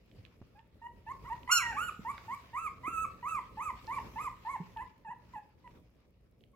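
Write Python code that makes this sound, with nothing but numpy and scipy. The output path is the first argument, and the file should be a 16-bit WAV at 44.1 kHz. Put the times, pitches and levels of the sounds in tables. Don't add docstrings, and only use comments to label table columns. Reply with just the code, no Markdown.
import sys
import numpy as np
from scipy import signal
from scipy.fft import rfft, irfft, next_fast_len
from scipy.io import wavfile
from scipy.ndimage import uniform_filter1d, map_coordinates

SR = 44100
rng = np.random.default_rng(int(sys.argv[2]) if len(sys.argv) > 2 else 0)


def convert_level_to_amplitude(level_db):
    exponent = np.asarray(level_db, float) / 20
    return 10 ** exponent


def file_out(sig):
    cols = np.atleast_2d(sig).T
    lim = np.clip(cols, -1, 1)
    pcm = np.round(lim * 32767).astype(np.int16)
    wavfile.write(sys.argv[1], SR, pcm)


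N = 288855


def unit(x):
    return x / np.sqrt(np.mean(x ** 2) + 1e-20)


def along(points, hz):
    f, v = np.transpose(points)
    return np.interp(np.log(hz + 1), np.log(f + 1), v)


def wobble(rate, size=N):
    knots = rng.standard_normal(int(size * rate / SR) + 4)
    return map_coordinates(knots, [np.arange(size) * rate / SR])


def filtered(x, response):
    m = next_fast_len(N + SR // 2)
    spectrum = rfft(x, m) * response(np.fft.rfftfreq(m, 1 / SR))
    return irfft(spectrum, m)[..., :N]


def add(track, sound, s):
    part = track[..., round(s * SR):][..., :sound.shape[-1]]
    part += sound[..., :part.shape[-1]]


# freq_hz, correlation
PORT_LIKENESS = [(60, 0.92), (240, 0.73), (950, 0.36), (3770, -0.14), (15000, 0.0039)]


def rush(spectrum, patchy_db):
    z = signal.stft(rng.standard_normal((2, N)), nperseg=512)[2]
    field = uniform_filter1d(rng.standard_normal(z.shape[1:]), 6, 0)
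    field = uniform_filter1d(field, 14, 1)
    pair = signal.istft(z * convert_level_to_amplitude(patchy_db * unit(field)), nperseg=512)[1][:, :N]

    def response(hz):
        turn = np.arccos(np.clip(along(PORT_LIKENESS, hz), -1, 1)) / 2
        return convert_level_to_amplitude(along(spectrum, hz)) * np.array([np.cos(turn), np.sin(turn)])

    mid, side = filtered(pair, response)
    return unit(np.array([mid + side, mid - side]))


# freq_hz, t60_s
ROOM_DECAY = [(200, 0.31), (1000, 0.47), (1800, 0.51), (3000, .45), (8000, 0.44), (15000, 0.13)]


def room(x, length=.6):
    hz, t, z = signal.stft(rng.standard_normal((2, round(length * SR))), SR, nperseg=256)
    decay = convert_level_to_amplitude(-60 * t / along(ROOM_DECAY, hz)[:, None])
    shared, apart = signal.istft(z * decay, SR, nperseg=256)[1]
    tail = np.array([shared + .7 * apart, shared - .7 * apart])
    late = np.pad(x, (260, 0))[None]
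    return signal.fftconvolve(late, tail / np.linalg.norm(tail[0]), axes=1)


# start_s, hum_db, shuffle_db
BACKGROUND_LEVELS = [(0.0, -67, -77.5), (0.151, -63, -71.5), (0.64, -64, -77.5), (0.909, -64, -77),
                     (1.31, -55, -64), (1.518, -59.5, -66), (1.701, -53.5, -59.5), (1.88, -56, -63.5),
                     (2.15, -56.5, -62.5), (2.37, -59, -60), (2.6, -59, -70), (2.83, -56, -69.5),
                     (3.3, -57, -66.5), (3.67, -58, -66), (3.81, -58.5, -62.5), (4.081, -52, -59.5),
                     (4.41, -59, -65.5), (4.74, -58.5, -66), (5.099, -66.5, -80.5), (5.33, -59, -67.5),
                     (5.55, -66.5, -81), (5.72, -60, -71.5), (5.821, -61.5, -75.5), (6.04, -66.5, -81.5),
                     (6.55, -66, -84.5)]


def background_levels():
    s, *columns = np.transpose(BACKGROUND_LEVELS)
    return [np.interp(np.arange(N) / SR, s, column) for column in columns]


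# freq_hz, relative level_db per Hz
HUM_SPECTRUM = [(20, -27.5), (40, -5), (60, 1.5), (150, -7.5), (230, -8.5), (390, -13), (530, -13),
                (720, -24), (1200, -47.5)]
# pitch_hz, level_db (peak, at the mean hum level)
HUM_TONES = [(53.8, -70), (118.4, -67), (177.6, -71)]


def room_hum(hum_db):
    hum = convert_level_to_amplitude(hum_db + 1.4 * wobble(6) + 2.3 * wobble(25)) * rush(HUM_SPECTRUM, patchy_db=0.5)
    t = np.arange(N) / SR
    for hz, db in HUM_TONES:
        level = convert_level_to_amplitude(db + hum_db - hum_db.mean() + 2.8 * wobble(28.0))
        hum += level * np.sin(2 * np.pi * hz * t + 1.4 * wobble(7.0))
    return hum


# freq_hz, relative level_db per Hz
SHUFFLE_SPECTRUM = [(400, -23), (700, -4), (1200, -1), (1600, -7), (2300, -2.5), (3500, -10), (5000, -12),
                    (7000, -23.5), (9000, -47.5)]


def shuffling(shuffle_db):
    shuffle = convert_level_to_amplitude(shuffle_db + 1.9 * wobble(27)) * rush(SHUFFLE_SPECTRUM, patchy_db=2.0)
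    return shuffle * convert_level_to_amplitude(1.6 * wobble(240))


# freq_hz, relative level_db per Hz
HISS_SPECTRUM = [(3000, -26), (5500, -3), (7500, -1), (9300, -13), (11500, -5), (15800, -6.5)]


def thin_hiss(shuffle_db):
    hiss_db = -83.5 + 1.3 * (shuffle_db - shuffle_db.mean())
    return convert_level_to_amplitude(hiss_db) * rush(HISS_SPECTRUM, patchy_db=3.0)


def background():
    hum_db, shuffle_db = background_levels()
    return room_hum(hum_db) + shuffling(shuffle_db) + thin_hiss(shuffle_db)


def ticks(db=-74):
    size, period_s = 70, .1025
    out = np.zeros((2, N))
    for s in np.arange(.06, N / SR, period_s):
        treble = np.diff(rng.standard_normal((2, size + 1)))
        add(out, convert_level_to_amplitude(db + rng.normal(0, 1)) * np.hanning(size) * treble, s)
    return out


def nibbling(count=70, base_db=-72):
    out, t = np.zeros((2, N)), np.arange(SR // 200) / SR
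    s, _, shuffle_db = np.transpose(BACKGROUND_LEVELS)
    for when, pitch, size, pan in rng.uniform(size=(count, 4)):
        start_s = when * N / SR
        swell_db = .4 * (np.interp(start_s, s, shuffle_db) - shuffle_db.mean())
        click = convert_level_to_amplitude(-60 * t / 0.0031) * np.sin(2 * np.pi * 1800 * 3 ** pitch * t)
        size_db = -7.9 * np.log(.12 + size)
        pan_db = np.array([[-6 * pan], [0]])
        add(out, convert_level_to_amplitude(base_db + swell_db + size_db + pan_db) * click, start_s)
    return out


# start_s, peak_db (before panning), pitch_hz, left_minus_right_db
LIP_SMACKS = [(0.114, -58, 2860, -11), (0.2512, -47.5, 2900, -19), (0.2626, -59, 2850, -23),
              (0.5921, -58, 2730, -14), (1.432, -51, 2570, -16), (2.1798, -37, 1980, -6),
              (2.666, -49, 2210, -15), (3.352, -51, 5500, -4), (3.869, -48.5, 4400, -7),
              (4.7716, -45.5, 2640, -10), (5.676, -50, 2062, -9.5), (6.4076, -61, 3070, -7.5),
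              (6.4383, -56.5, 2940, -17)]


def smacks(wet_db=-8):
    out, t = np.zeros((2, N)), np.arange(SR // 30) / SR
    for s, db, hz, pan_db in LIP_SMACKS:
        crackle = rng.standard_normal(len(t)) * convert_level_to_amplitude(-60 * t / 0.0097)
        mouth = t * convert_level_to_amplitude(-60 * t / .0013) * np.sin(2 * np.pi * hz * t)
        ring = np.convolve(crackle, mouth)[:len(t)]
        smack = convert_level_to_amplitude(db) * ring / np.max(np.abs(ring))
        add(out, smack * convert_level_to_amplitude([[pan_db / 2], [-pan_db / 2]]), s)
        add(out, convert_level_to_amplitude(wet_db) * room(smack), s)
    return out


# start_s, push_db (before onset and panning), pitch_hz, t60_s
PAW_THUDS = [(0.186, -42.5, 97, 0.092), (0.414, -25.5, 169, 0.012), (0.422, -34.5, 113, 0.025),
             (1.992, -25, 193, 0.027), (2.879, -22.5, 299, 0.019), (4.601, -28, 170.3, 0.068),
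             (5.088, -42, 176.6, 0.049)]
# start_s, peak_db
CLAW_TAPS = [(.4165, -45), (.4237, -48)]


def thuds(wet_db=-9):
    out, t = np.zeros((2, N)), np.arange(SR // 4) / SR
    for s, db, hz, t60 in PAW_THUDS:
        swing = np.sin(2 * np.pi * hz * t)
        swing += 0.14 * np.sin(2 * np.pi * 2.4 * hz * t + rng.uniform(0, 2 * np.pi))
        thud = convert_level_to_amplitude(db - 60 * t / t60) * (1 - np.exp(-t / 0.0032)) * swing
        add(out, thud * convert_level_to_amplitude([[-1.5], [1.5]]), s)
        add(out, convert_level_to_amplitude(wet_db) * room(thud), s)
    for s, db in CLAW_TAPS:
        add(out, -convert_level_to_amplitude(db) * np.exp(-((t - .0006) / .00018) ** 2 / 2), s)
    return out


def plain_glide(start, length, start_hz, crest_hz, db):
    t = np.arange(0, length, 1 / SR)
    hold_s = .012
    crest = min(.074, length)
    up = np.sin(np.pi / 2 * np.clip((t - hold_s) / (crest - hold_s), 0, 1)) ** 1.5
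    down = (np.clip(t - crest, 0, 1) / max(length - crest, 1 / SR)) ** 1.8
    fall_to = .72
    hz = start_hz + (crest_hz - start_hz) * up - (1 - fall_to) * crest_hz * down
    soft_start_db = -10.5 * np.exp(-t / 0.017)
    gasp_db = 8.5 * np.exp((t - length) / 0.0053)
    dip_db = -15.5 * np.exp(-((t - .076) / 0.011) ** 2)
    return start + t, hz, db + soft_start_db + gasp_db, dip_db, 0 * t


def free_cry(rows):
    s, *columns = np.transpose(rows)
    t = np.arange(s[0], s[-1], 1 / SR)
    hz, db, opening = [uniform_filter1d(np.interp(t, s, c), size=221, mode="nearest") for c in columns]
    smooth_db = uniform_filter1d(db, size=1800, mode="nearest")
    return t, hz, smooth_db, db - smooth_db, np.clip(opening, 0, 1)


# freq_hz, level_db over the voice
SECOND_HARMONIC = [(1600, -14.5), (1900, -15), (2200, -14), (2500, -17), (2900, -16)]
# freq_hz, level_db over the second
THIRD_HARMONIC = [(2200, -4), (2800, -12), (3400, -30), (4000, -30), (4400, -20)]
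# pitch_hz, level_db over the voice
PITCH_BRIGHTNESS = [(800, -38.5), (950, -39.5), (1150, -27.5), (1290, -22.5), (1380, -20.5), (1500, -13)]
# freq_hz, relative level_db
NOSE_COLOUR = [(2000, -11.5), (3500, -12.5), (4600, -29), (5300, -38), (5900, -28), (6500, -12.5),
               (7800, -10), (9200, -32.5), (11000, -11.5), (12600, -30), (15500, -37.5)]
# freq_hz, relative level_db
MOUTH_COLOUR = [(2000, -25.5), (4200, -5), (5700, 3.5), (7100, -2.5), (8600, -15), (10000, -22),
                (11500, -17), (15500, -31)]


def whimper(t, hz, db, dip_db, opening, jitter=.004, shimmer_db=1, breath_db=-25, rise=.003, fall=.007):
    size = len(t)
    hz = hz * (1 + jitter * wobble(90, size))
    k = np.arange(1, 19)[:, None]
    second_db = along(SECOND_HARMONIC, 2 * hz) + 3 * wobble(90, size)
    second_db += 14.5 * np.sin(np.pi / 2 * np.clip(3 * opening, 0, 1))
    upper_db = along(PITCH_BRIGHTNESS, hz) + 23 * opening
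    mouth = np.clip(2 * opening - 1, 0, 1)
    upper = convert_level_to_amplitude((1 - mouth) * along(NOSE_COLOUR, k * hz) + mouth * along(MOUTH_COLOUR, k * hz))
    upper *= k * hz < SR / 2.6
    gains = upper * convert_level_to_amplitude(upper_db) / np.sqrt(np.sum(upper[3:10] ** 2, axis=0))
    gains[0], gains[1] = convert_level_to_amplitude(dip_db), convert_level_to_amplitude(second_db)
    third = convert_level_to_amplitude(second_db + along(THIRD_HARMONIC, k[2] * hz))
    gains[2] = mouth * gains[2] + (1 - mouth) * third
    gains *= convert_level_to_amplitude(shimmer_db * np.sqrt(k) * np.array([wobble(110, size) for _ in k]))
    phase = 2 * np.pi * np.cumsum(hz) / SR
    tone = np.sqrt(2) * np.sum(gains * np.sin(k * phase + 0.15 * k ** 2), axis=0)
    tone *= 1 + convert_level_to_amplitude(breath_db) * wobble(900, size)
    spent = (t - t[0]) / (t[-1] - t[0])
    tone *= convert_level_to_amplitude(1.6 * spent ** 2 * wobble(260, size))
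    edges = np.clip((t - t[0]) / rise, 0, 1) * np.clip((t[-1] - t) / fall, 0, 1)
    return convert_level_to_amplitude(db) * edges * tone


# freq_hz, left_minus_right_db
BODY_SHADING = [(200, 0.5), (700, 1), (1300, -5.5), (2400, -5), (6000, -2.5), (14000, 5.5)]
# freq_hz, phase_rad
LEFT_LEAD = [(300, .1), (900, .5), (1400, 1.0), (2400, 1.4), (5500, 1.8), (9000, 1.6), (14000, 1.9)]


def ports(x):
    side = np.array([[.5], [-.5]])

    def response(hz):
        return convert_level_to_amplitude(side * along(BODY_SHADING, hz)) * np.exp(1j * side * along(LEFT_LEAD, hz))

    return filtered(x, response)


# start_s, length_s, start_hz, crest_hz, level_db (before soft start and gasp)
PLAIN_WHIMPERS = [(0.549, 0.058, 815, 911, -58), (0.815, 0.062, 914, 958.4, -44.5),
                  (1.064, 0.064, 880, 1100, -40), (1.231, 0.034, 1080, 1430, -56.5),
                  (1.243, .057, 946, 1149, -46), (1.298, 0.041, 892, 969, -34),
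                  (2.048, 0.073, 898, 1176, -35), (2.279, 0.077, 893, 1156, -37),
                  (3.226, 0.17, 960, 1330, -35), (3.57, .141, 867, 1296, -36),
                  (3.875, 0.12, 886, 1179, -36), (4.157, 0.13, 880, 1282, -36),
                  (4.449, 0.12, 882, 1126, -36), (5.641, .042, 1005, 942, -50),
                  (6.533, 0.026, 1091, 1090, -63.5)]
# time_s, pitch_hz, level_db, mouth_opening (0-1)
FREE_CRIES = [
    [(1.475, 998.5, -44, .2), (1.487, 997, -45, .1), (1.505, 1337, -29.5, 0), (1.516, 1412, -35, 0.96),
     (1.53, 1451, -24.5, 0.89), (1.548, 1434, -37, 0.81), (1.562, 1392, -31, 1), (1.573, 1384, -27.5, 0.96),
     (1.583, 1352, -30.5, .9), (1.6, 1196, -37, 0.1), (1.631, 968, -43, 0.6), (1.709, 920, -39, 0.4),
     (1.739, 730.5, -52, 0.6), (1.757, 874, -46, .3), (1.778, 855, -41.5, 0.4)],
    [(1.49, 961, -31, 0), (1.52, 1186, -37.5, 0.19), (1.56, 1516, -45, 0), (1.6, 1566, -43, 0.06),
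     (1.63, 1642, -44, 0)],
    [(1.765, 1052, -39, 0.07), (1.792, 1263, -31, 0.07), (1.804, 1322, -37.5, 0.02),
     (1.825, 1436, -36.5, 0.11), (1.84, 1475, -36, 0.07), (1.867, 1445, -39, 0.04), (1.88, 1414, -46, 0),
     (1.892, 1280, -33.5, 0.05), (1.902, 1120, -31.5, 0.12)],
    [(2.53, 892, -53, 0), (2.548, 961, -39, 0.17), (2.569, 1104, -34.5, 0), (2.587, 1268, -34, 0.14),
     (2.608, 1332, -48, 0.02), (2.632, 1336, -42, 0.04), (2.65, 1263, -38, 0.08), (2.668, 1217, -35, 0),
     (2.689, 1007, -37, 0.13)],
    [(2.832, 986, -50, 0.04), (2.847, 995.6, -40, 0.09), (2.883, 1288, -34, 0.09), (2.904, 1374, -50.5, 0),
     (2.94, 1331, -37, 0.08), (2.979, 1294, -34.5, 0), (3.03, 1316, -39, 0.14), (3.045, 1254, -32.5, 0),
     (3.06, 1038, -41.5, .1)],
    [(4.762, 912, -41.5, 0), (4.795, 851.6, -42, 0.08), (4.819, 1016, -41.5, 0), (4.834, 1004, -34, 0)],
    [(5.047, 948, -50, 0), (5.083, 831.5, -44.5, 0.03), (5.116, 1003, -43.5, 0), (5.137, 846, -43.5, 0.01)],
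    [(5.335, 956, -47, 0), (5.344, 1031, -49, 0), (5.362, 863, -41, 0.02), (5.392, 839, -46, 0.06)],
]
# delay_s, level_db (before absorption), left_minus_right_db
WALL_ECHOES = [(.0155, -12, 3), (.033, -16, -4), (.05, -16, 2)]
# freq_hz, gain_db
SOFT_ABSORPTION = [(1000, -1.5), (2000, -0.5), (3000, -1), (5000, -3.5), (12000, -3.5)]


def puppies(direct_db=-.7, wet_db=-11.5):
    direct, walls = np.zeros(N), np.zeros((2, N))
    calls = [plain_glide(*row) for row in PLAIN_WHIMPERS] + [free_cry(rows) for rows in FREE_CRIES]
    for controls in calls:
        start_s = controls[0][0]
        voice = whimper(*controls)
        add(direct, voice, start_s)
        add(walls, room(voice), start_s)
    for delay, db, pan_db in WALL_ECHOES:
        echo_db = db - wet_db
        add(walls, direct * convert_level_to_amplitude([[echo_db + pan_db / 2], [echo_db - pan_db / 2]]), delay)
    reflected = filtered(walls, lambda hz: convert_level_to_amplitude(along(SOFT_ABSORPTION, hz)))
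    return convert_level_to_amplitude(direct_db) * ports(direct) + convert_level_to_amplitude(wet_db) * reflected


def scene():
    return background() + ticks() + nibbling() + smacks() + thuds() + puppies()


# freq_hz, gain_db
MIC_TREBLE = [(8300, 0), (9400, -1), (10200, 2.5)]


def low_pass(x):
    return signal.sosfilt(signal.butter(12, 15930, fs=SR, output="sos"), x)


def record(dry):
    mix = filtered(dry, lambda hz: convert_level_to_amplitude(along(MIC_TREBLE, hz)))
    return low_pass(mix)


dry = scene()
out = record(dry)
file_out(out)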